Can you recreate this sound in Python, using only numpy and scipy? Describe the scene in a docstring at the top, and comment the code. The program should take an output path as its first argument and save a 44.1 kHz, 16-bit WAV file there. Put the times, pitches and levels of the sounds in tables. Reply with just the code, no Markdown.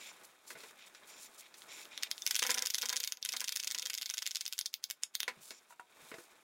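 """A strap clamp is tightened round a glued wooden frame, heard from close by in a small workshop.
First sleeves rustle, the strap slides and swishes, and hands pat the wood. After about two seconds
the ratchet winds the strap in: its pawls (small catches) snap over teeth in a fast rattle that slows
as the strap tightens, while the frame drags and knocks on the bench. Then single clicks lock the
clamp, the frame knocks once more, a corner block is tapped against it, and hands pat it again."""
import sys
import numpy as np
from scipy import signal
from scipy.fft import rfft, irfft, next_fast_len
from scipy.io import wavfile

SR = 44100
rng = np.random.default_rng(int(sys.argv[2]) if len(sys.argv) > 2 else 0)


def transcribe(u):
    """Save the signal u as a 16-bit wav file named by the first command-line argument.

    u: samples, shape (n,) or (channels, n), limited to [-1, 1]; the rate is SR.
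    q: integer samples, one column per channel.
    """
    v = np.clip(np.atleast_2d(u).T, -1, 1)
    q = np.round(v * 32767).astype(np.int16)
    wavfile.write(sys.argv[1], SR, q)


N = 283541

# The spool winds the strap in, in two runs. One list for each run: time_s, turns_made
SPOOL_RUNS = [
    [(2.265, 0), (2.355, 1), (2.429, 2), (2.661, 5), (2.746, 6), (2.821, 7), (3.039, 10), (3.11, 10.98)],
    [(3.251, 0), (3.405, 2), (3.562, 4), (3.861, 8), (4.18, 12), (4.265, 13), (4.357, 14), (4.464, 15),
     (4.591, 16)],
]
# Every turn trips the pawls in the same order, a loose three and a tight pair: share_of_turn, level_db
TEETH_PER_TURN = [(-0.085, -5), (0, 1.5), (0.115, -2.5), (0.49, -2.5), (0.538, -2.5)]
# The force of the winding, as the energy of a snap: time_s, level_db
WINDING_FORCE = [(2.26, -5), (2.65, -9), (3.1, -11), (3.7, -12), (4.3, -12), (4.75, -12)]
# Single snaps as the clamp is handled, stalls and is locked: start_s, level_db
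SINGLE_SNAPS = [(1.62, -27), (1.854, -26.5), (1.9772, -14.5), (2.026, -16), (2.034, -6.5), (2.1139, -7),
                (2.18, -21), (2.221, -15), (3.1225, -9), (3.172, -26), (3.2274, -12), (4.612, -11),
                (4.6591, -11), (4.6628, -11.5), (4.7404, -9.5), (4.8407, -9), (4.9012, -14.5),
                (4.9101, -12.5), (5.0349, -6), (5.1524, -7.5), (5.2038, -7.5), (5.2313, -10.5),
                (5.507, -22)]
# The tones of a snap in the plastic clamp (ring_s is the time to fade by 60 dB): pitch_hz, level_db, ring_s
PAWL_TONES = [(1900, -23, 0.0023), (2080, -12.5, 0.0037), (3284, -2.5, 0.0025), (4905, -0.5, 0.0027),
              (5770, 3.5, 0.0016), (6510, -5, 0.0047), (7940, -6.5, 0.00068), (10200, -4.5, 0.0013),
              (13060, -14.5, 0.0021), (13900, -6, 0.0012)]
# The snaps grow brighter and duller over time: time_s, treble_lift_db_per_octave
SNAP_BRIGHTNESS = [(2.0, -3.5), (2.6, 1.5), (3.4, 0), (4.3, -1), (4.8, 2.5), (5.2, 1)]
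# The longer ring of the clamp's housing: pitch_hz, level_db, ring_s
HOUSING_TONES = [(1514, -48, 0.055), (2210, -41, 0.034), (3211, -40, 0.05), (3466, -41, 0.06),
                 (3550, -40.5, 0.06), (3666, -39, 0.06), (3757, -40, 0.06), (5243, -39, 0.03),
                 (5492, -39, 0.03), (6400, -39, 0.035)]
# A pawl scraping up a tooth. Each _NOISE table gives the shape of a noise: pitch_hz, level_db
SCRAPE_NOISE = [(400, -18.5), (2000, 6.5), (5500, 5), (8000, 5.5), (16000, -6)]

# The frame jumps and knocks on the bench: start_s, level_db
FRAME_KNOCKS = [(2.422, -36.5), (2.449, -41.5), (2.493, -35.5), (2.511, -46), (2.573, -41), (2.623, -43),
                (2.831, -41.5), (2.901, -46.5), (2.927, -44), (3.337, -43.5), (3.414, -47), (3.756, -53.5),
                (5.279, -36)]
# Hands and strap land softly on frame and bench: start_s, thud_db, slap_db
SOFT_PATS = [(0.504, -53.5, -43.5), (0.553, -52.5, -59), (0.604, -72, -54), (0.635, -56.5, -52),
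             (0.948, -75, -50), (1.541, -73, -48.5), (1.773, -64, -65), (5.507, -54, -46),
             (6.115, -48.5, -62), (6.14, -54, -52.5), (6.184, -58, -56)]
# A corner block is set against the frame: start_s, level_db
BLOCK_TAPS = [(5.706, -58), (5.724, -58.5), (5.796, -50)]
# Dull bumps against the bench: start_s, level_db
BENCH_BUMPS = [(0.551, -63), (5.368, -61), (6.024, -61)]
# The tones that frame, bench top and block ring with: pitch_hz, level_db, ring_s
FRAME_TONES = [(236.8, -20, 0.31), (495.3, -5, 0.08), (775, -12, 0.17), (925, -14, 0.22), (1004, -2, 0.13),
               (1240, -10, 0.071), (1403, 1.5, 0.054), (1654, 2, 0.049), (2058, -2, 0.041),
               (2320, -4, 0.047), (2510, -27, 0.06), (2820, -17, 0.04)]
BENCH_TONES = [(177, -1.5, 0.03), (260.5, -4, 0.048), (348, -0.5, 0.078), (440, -4.5, 0.052),
               (655, 0, 0.12)]
BLOCK_TONES = [(735, -12, 0.24), (963, -1.5, 0.11), (1110, -17, 0.077), (1400, 5.5, 0.037),
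               (1840, 2, 0.017), (2730, -7, 0.046)]
# The noisy parts of these hits: pitch_hz, level_db
FRAME_NOISE = [(400, -41), (750, -5), (1400, -2), (2200, 4), (3000, -10), (5000, -15)]
THUD_NOISE = [(110, -45), (240, -14), (480, 6.5), (700, -18), (1400, -11)]
CRACK_NOISE = [(1800, 0), (3000, -6.5), (4000, -2), (6000, -5), (16000, -26.5)]
SCUFF_NOISE = [(700, 4), (1400, 2), (2800, -10), (5000, -17), (8200, -9), (10000, -16)]
BUMP_NOISE = [(90, -16), (140, 8), (300, -6)]
# The strap drags the frame over the bench: time_s, level_db
FRAME_DRAG = [(2.38, -100), (2.45, -58), (2.6, -50.5), (2.72, -78), (2.84, -59.5), (2.97, -61.5),
              (3.2, -76.5), (3.33, -61.5), (3.5, -72.5), (3.87, -66), (4.08, -82), (4.5, -102)]

# Sleeves brush as the arms move: time_s, level_db
ARM_MOVES = [(0.0, -62.5), (0.27, -63.5), (0.37, -70.5), (0.62, -61.5), (0.76, -66.5), (1.0, -66.5),
             (1.13, -62.5), (1.5, -67.5), (1.72, -61.5), (2.4, -67), (3.1, -76), (5.15, -76.5), (5.32, -66),
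             (5.64, -71.5), (5.86, -73.5), (6.02, -61.5), (6.42, -70)]
# The strap is drawn through the housing and whistles when fast: start_s, length_s, slide_db, whistle_db
STRAP_SLIDES = [(0.0, 0.11, -56.5, -58), (0.573, 0.14, -62, -68), (0.787, 0.092, -57.5, -75),
                (0.954, 0.027, -66, -70), (1.08, 0.19, -63.5, -60.5), (1.402, 0.065, -59.5, -84),
                (1.684, 0.15, -56.5, -58.5), (1.913, 0.16, -55.5, -66.5), (5.508, 0.081, -70, -61.5)]
# The strap is swept over hands and bench: start_s, length_s, level_db
STRAP_SWISHES = [(0.0, 0.096, -63), (0.235, 0.016, -57), (0.47, 0.062, -54), (0.58, 0.13, -62),
                 (0.86, 0.022, -62), (1.07, 0.034, -55), (1.19, 0.074, -57.5), (1.34, 0.021, -60),
                 (1.38, 0.029, -55), (1.57, 0.07, -58.5), (1.71, 0.14, -59.5), (2.15, 0.16, -59),
                 (5.41, 0.11, -56.5), (5.69, 0.044, -67.5), (6.01, 0.24, -63)]
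# The rubbing noises: pitch_hz, level_db
SLEEVE_NOISE = [(100, -15.5), (170, -6.5), (300, 0), (600, 1), (1200, 2), (1700, 0.5), (3000, -20)]
SLIDE_NOISE = [(1200, -19), (1900, -9), (2290, 2.5), (2850, -7), (3350, -4), (3700, -1.5), (4400, -13),
               (5500, -12.5), (6250, -18), (7050, -14), (7900, -24)]  # the hollow ring of the housing as the strap slides through
WHISTLE_NOISE = [(5000, -12), (5520, -4.5), (6200, -11), (6750, -13), (7100, 1.5), (7650, -16)]  # the weave running over an edge
SWISH_NOISE = [(3500, -6.5), (4800, -4), (5500, -3.5), (6200, -3), (7050, -1), (7900, -2.5), (10000, -4.5),
               (16000, -11)]

# How long the echo lasts, before workshop() holds it between 0.09 and 0.25 s: pitch_hz, ring_s
ECHO_LENGTH = [(150, 2.5), (1000, -1.58), (3500, 0.13), (7000, 0.12), (15000, -0.03)]
# How strong the echo is: pitch_hz, level_db
ECHO_LEVEL = [(150, -18), (1000, -12.5), (3500, -7.5), (6000, -16), (10000, -6), (15000, -6.5)]
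# The faint steady background: pitch_hz, level_db
BACKGROUND_NOISE = [(25, -5), (60, -22), (150, 12), (400, 7), (1000, 0), (3000, -13), (16000, -4)]

TOOTH_JITTER_S, TOOTH_VARY_DB = 0.0006, 1.65  # chance changes from tooth to tooth
BOUNCE_S, BOUNCE_DB = 0.0024, -14  # the usual delay and level of a bounce, next to its snap
FRAME_RING_DB, BENCH_RING_DB = -4.5, -6  # ringing tones, next to the noisy part of a hit
ARM_STRAP_DB, ARM_SWISH_DB = -3, -3.5  # the strap in the hands moves with the arms
RUN_STRAP_DB, RUN_SWISH_DB = -62, -58.5  # hiss of the strap running onto the spool...
RUN_TURNS_PER_S, RUN_FORCE_DB = 13, -10  # ...at this speed and winding force
HISS_DB_PER_FORCE_DB = 1.86
STROKE_RISE_S, STROKE_FALL_S = 0.015, 0.0096
CUTOFF_HZ = 16000


def ratchet(housing_db, bass_below_hz, bass_loss):
    """The pawls scrape and snap, and the housing rings. So small a body gives off little bass."""
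    contacts = pawl_contacts()
    times, levels_db = np.transpose(contacts)
    pawl = pawl_snaps(contacts, vary_db=3.5, detune=0.045, close_s=0.00044)
    pawl += pawl_scrapes(contacts, scrape_db=-27.5, gap_share=0.32, slow_softening=1.43)
    bass = signal.sosfilt(signal.butter(1, bass_below_hz, fs=SR, output="sos"), pawl)
    housing = struck(times, levels_db + housing_db, HOUSING_TONES, vary_db=5.5)
    jolts = clamp_jolts(times, levels_db, jolt_db=-20, top_hz=132)
    return pawl - bass_loss * bass + housing + jolts


def pawl_contacts():
    """A pawl snaps at each passing tooth and bounces once. With the single snaps: start_s, level_db."""
    passing = []
    for run in SPOOL_RUNS:
        run_s, turns = np.transpose(run)
        for turn in range(int(turns[-1]) + 1):
            passing += [(np.interp(turn + share, turns, run_s), db)
                        for share, db in TEETH_PER_TURN if 0 <= turn + share <= turns[-1]]
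    times, tooth_db = np.transpose(passing)
    late, strong, flight = rng.standard_normal((len(times), 3)).T
    levels_db = np.interp(times, *np.transpose(WINDING_FORCE)) + tooth_db + TOOTH_VARY_DB * strong
    times = times + TOOTH_JITTER_S * late
    bounces = zip(times + BOUNCE_S * np.exp(flight / 2), levels_db + BOUNCE_DB)
    return sorted([*zip(times, levels_db), *bounces, *map(tuple, SINGLE_SNAPS)])


def pawl_snaps(contacts, vary_db, detune, close_s):
    """Each snap rings for a few milliseconds, with a brightness set by its time."""
    out, t = np.zeros(N), seconds(size=400)
    hz, db, ring_s = np.transpose(PAWL_TONES)
    luck = rng.standard_normal((len(contacts), 3, len(PAWL_TONES)))
    closing = 1 - dying(t + 1 / SR, close_s)  # the contact takes a moment to close
    for (start_s, energy_db), (strength, pitch, sign) in zip(contacts, luck):
        lift_db = np.interp(start_s, *np.transpose(SNAP_BRIGHTNESS)) * np.log2(hz)
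        gains = from_db(db + lift_db + vary_db * strength) * np.sign(sign)
        tones = np.cos(2 * np.pi * np.outer(hz * (1 + detune * pitch), t)) * dying(t, ring_s[:, None])
        snap = gains @ tones * closing
        add(out, start_s, from_db(energy_db) * snap / np.linalg.norm(snap))
    return out


def pawl_scrapes(contacts, scrape_db, gap_share, slow_softening):
    """The pawl scrapes up each tooth before it drops: longer and softer when the wheel turns slowly."""
    out = np.zeros(N)
    for (before_s, _), (snap_s, db) in zip(contacts, contacts[1:]):
        climb_s = np.clip(gap_share * (snap_s - before_s), .004, .016)
        swell = np.linspace(0, 1, round(climb_s * SR))
        softening = (.004 / climb_s) ** slow_softening
        add(out, snap_s - climb_s, from_db(db + scrape_db) * swell * softening)
    return out * noise(SCRAPE_NOISE) * from_db(3 * drift(700))


def clamp_jolts(times, levels_db, jolt_db, top_hz):
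    """Each snap jolts the whole clamp in the hands: a faint low puff."""
    low_band = signal.butter(2, [35, top_hz], "band", fs=SR, output="sos")
    return signal.sosfilt(low_band, pushes(times, levels_db + jolt_db) + 1e-18)


def wood_knocks(thud_db, crack_db, pat_wood_db, scuff_db, lowest_hz):
    """Hard knocks, soft pats and block taps give off no deep bass. Dull bumps sound below them."""
    times, knock_db = np.transpose(FRAME_KNOCKS)
    knocks = wood_hits(times, knock_db, knock_db + thud_db, knock_db + crack_db)
    times, pat_db, slap_db = np.transpose(SOFT_PATS)
    pats = wood_hits(times, pat_db + pat_wood_db, pat_db, slap_db)
    times, tap_db = np.transpose(BLOCK_TAPS)
    taps = struck(times, tap_db, BLOCK_TONES, vary_db=3.5)
    taps += bursts(times, tap_db + scuff_db, fade_s=0.07) * noise(SCUFF_NOISE)
    bumps = bursts(*np.transpose(BENCH_BUMPS), fade_s=0.14) * noise(BUMP_NOISE)
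    bass_cut = signal.butter(2, lowest_hz, "high", fs=SR, output="sos")
    return bumps + signal.sosfilt(bass_cut, knocks + pats + taps)


def wood_hits(times, frame_db, thud_db, crack_db):
    """A hit makes the frame ring and the bench top thud, with a short crack where it lands."""
    frame = struck(times, frame_db + FRAME_RING_DB, FRAME_TONES, vary_db=2.5)
    frame += bursts(times, frame_db, fade_s=0.1) * noise(FRAME_NOISE)
    bench = struck(times, thud_db + BENCH_RING_DB, BENCH_TONES, vary_db=5.0)
    bench += bursts(times, thud_db, fade_s=0.11) * noise(THUD_NOISE)
    crack = bursts(times, crack_db, fade_s=0.063) * noise(CRACK_NOISE)
    return frame + bench + crack


def frame_dragging():
    """The frame judders over the bench top, and the tiny slips keep it ringing."""
    slips = rng.standard_normal(N) * from_db(4 * drift(200))
    wood = sum((-1) ** k * from_db(db) * ring(slips, hz, ring_s) / np.sqrt(hz)
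               for k, (hz, db, ring_s) in enumerate(FRAME_TONES))
    moving = (seconds(N) > FRAME_DRAG[0][0]) & (seconds(N) < FRAME_DRAG[-1][0])
    return moving * from_db(over_time(FRAME_DRAG)) * rms_one(wood)


def strap_and_sleeves():
    """Sleeves brush, and the strap slides, whistles and swishes, moved by hand or by the spool."""
    arms = from_db(over_time(ARM_MOVES))
    turns_per_s = sum(np.gradient(over_time(run)) * SR for run in SPOOL_RUNS)
    pull_db = HISS_DB_PER_FORCE_DB * (over_time(WINDING_FORCE) - RUN_FORCE_DB)
    running = turns_per_s / RUN_TURNS_PER_S * from_db(pull_db)
    start_s, length_s, slide_db, whistle_db = np.transpose(STRAP_SLIDES)
    hand_pulls = strokes(zip(start_s, length_s, slide_db))
    whistling = strokes(zip(start_s, length_s, whistle_db))
    sliding = together(hand_pulls, arms * from_db(ARM_STRAP_DB), running * from_db(RUN_STRAP_DB))
    swishing = together(strokes(STRAP_SWISHES), arms * from_db(ARM_SWISH_DB),
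                        running * from_db(RUN_SWISH_DB))
    return (arms * friction(SLEEVE_NOISE, grain_db=2.0)
            + sliding * friction(SLIDE_NOISE, grain_db=3.0)
            + whistling * friction(WHISTLE_NOISE, grain_db=0)
            + swishing * friction(SWISH_NOISE, grain_db=2.5))


def friction(spectrum, grain_db):
    """Fibres catch and let go: noise in fine grains, under a slightly uneven pressure."""
    uneven_db = grain_db * drift(900) + 1.4 * drift(70)
    return noise(spectrum) * rms_one(from_db(uneven_db))


def workshop(sound, build_up_s, bands=8):
    """Sound bounces off bench and walls as a short, dense echo that lasts longest in the bass."""
    t = seconds(size=12000)
    edges, echo = np.geomspace(80, 17000, bands + 1), 0
    for low, high in zip(edges, edges[1:]):
        hz = np.sqrt(low * high)
        band_filter = signal.butter(3, [low, high], "band", fs=SR, output="sos")
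        band = signal.sosfilt(band_filter, rng.standard_normal(len(t)))
        ring_s = np.clip(at_hz(ECHO_LENGTH, hz), .09, .25)
        shape = dying(t, ring_s) * (1 - np.exp(-(t / build_up_s) ** 2))
        echo = echo + band * shape / np.linalg.norm(shape) * from_db(at_hz(ECHO_LEVEL, hz))
    fade_out = np.cos(np.pi / 2 * t / t[-1])
    return signal.fftconvolve(sound, echo * fade_out)[:N]


def struck(times, levels_db, tones, vary_db):
    """Each hit sets each tone of an object ringing with a strength of its own."""
    luck = rng.standard_normal((len(times), len(tones)))
    return sum((-1) ** k * ring(pushes(times, levels_db + db + vary_db * luck[:, k]), hz, ring_s)
               for k, (hz, db, ring_s) in enumerate(tones))


def pushes(times, levels_db):
    """One sharp push, a single sample long, at each time."""
    out = np.zeros(N)
    out[np.round(times * SR).astype(int)] = from_db(levels_db)
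    return out


def ring(force, hz, ring_s):
    """A push of size 1 starts a fading tone of height 1."""
    keep, step = dying(1 / SR, ring_s), 2 * np.pi * hz / SR
    return signal.lfilter([0, np.sin(step)], [1, -2 * keep * np.cos(step), keep * keep], force + 1e-18)


def bursts(times, levels_db, fade_s):
    """A loudness curve that jumps up at each hit and dies away. A longer fade also rises more slowly."""
    out, t = np.zeros(N), seconds(size=6000)
    shape = dying(t, fade_s) - dying(t, fade_s / 50)
    for start_s, db in zip(times, levels_db):
        add(out, start_s, from_db(db) * shape)
    return out


def strokes(rows):
    """A loudness curve for rubbing strokes: each swells, holds and fades."""
    out, t = np.zeros(N), seconds(N)
    for start_s, length_s, db in rows:
        rise = np.clip((t - start_s) / STROKE_RISE_S + .5, 0, 1)
        fall = np.clip(1 - (t - start_s - length_s) / STROKE_FALL_S, 0, 1)
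        out += from_db(db) * rise * fall
    return out


def together(*curves):
    """Unrelated noises add in power, so their loudness curves add as squares."""
    return np.sqrt(sum(curve ** 2 for curve in curves))


def noise(spectrum):
    """Steady noise shaped by a table, falling away beyond the table's lowest and highest pitch."""
    white = rng.standard_normal(next_fast_len(N))
    hz = np.fft.rfftfreq(len(white), 1 / SR) + 1
    ends = (np.minimum(hz / spectrum[0][0], 1) * np.minimum(spectrum[-1][0] / hz, 1)) ** 3
    shaped = rfft(white) * from_db(at_hz(spectrum, hz)) * ends
    return rms_one(irfft(shaped, len(white)))[:N]


def drift(changes_per_s):
    """A curve that wanders by chance, with a typical size of 1."""
    points = rng.standard_normal(8192)
    return rms_one(np.interp(seconds(N) * changes_per_s, np.arange(len(points)), points))


def add(out, start_s, sound):
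    """Mix a sound in from start_s on."""
    start = max(round(start_s * SR), 0)
    out[start:start + len(sound)] += sound[:max(N - start, 0)]


def at_hz(rows, hz):
    """Read a table at any pitch, with every octave equally wide."""
    pitches, values = np.transpose(rows)
    return np.interp(np.log(np.maximum(hz, 1)), np.log(pitches), values)


def over_time(rows):
    """Join a table's points with straight lines, one value for each sample."""
    return np.interp(seconds(N), *np.transpose(rows))


def dying(t, fade_s):
    """A fade that drops 60 dB every fade_s seconds."""
    return np.exp(-np.log(1000) * t / fade_s)


def rms_one(x):
    """Scale a signal to an average strength (rms) of 1."""
    return x / np.sqrt(np.mean(x ** 2) + 1e-20)


def from_db(db):
    return 10 ** (np.asarray(db) / 20)


def seconds(size):
    return np.arange(size) / SR


def scene():
    """Everything is heard from one close spot, so left and right are nearly alike."""
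    direct = (ratchet(housing_db=-4.5, bass_below_hz=960, bass_loss=0.69)
              + wood_knocks(thud_db=-17.5, crack_db=1, pat_wood_db=1.5, scuff_db=-1, lowest_hz=115)
              + frame_dragging() + strap_and_sleeves())
    middle = direct + workshop(direct, build_up_s=0.0021) + from_db(-90) * noise(BACKGROUND_NOISE)
    side = from_db(-47.5) * workshop(direct, build_up_s=0.0014)
    side += from_db(-93.5) * noise(BACKGROUND_NOISE)
    return np.array([middle + side, middle - side])


def record(dry):
    """The very highest treble is cut off steeply."""
    return signal.sosfilt(signal.ellip(10, .1, 80, CUTOFF_HZ, fs=SR, output="sos"), dry)


dry = scene()
out = record(dry)
transcribe(out)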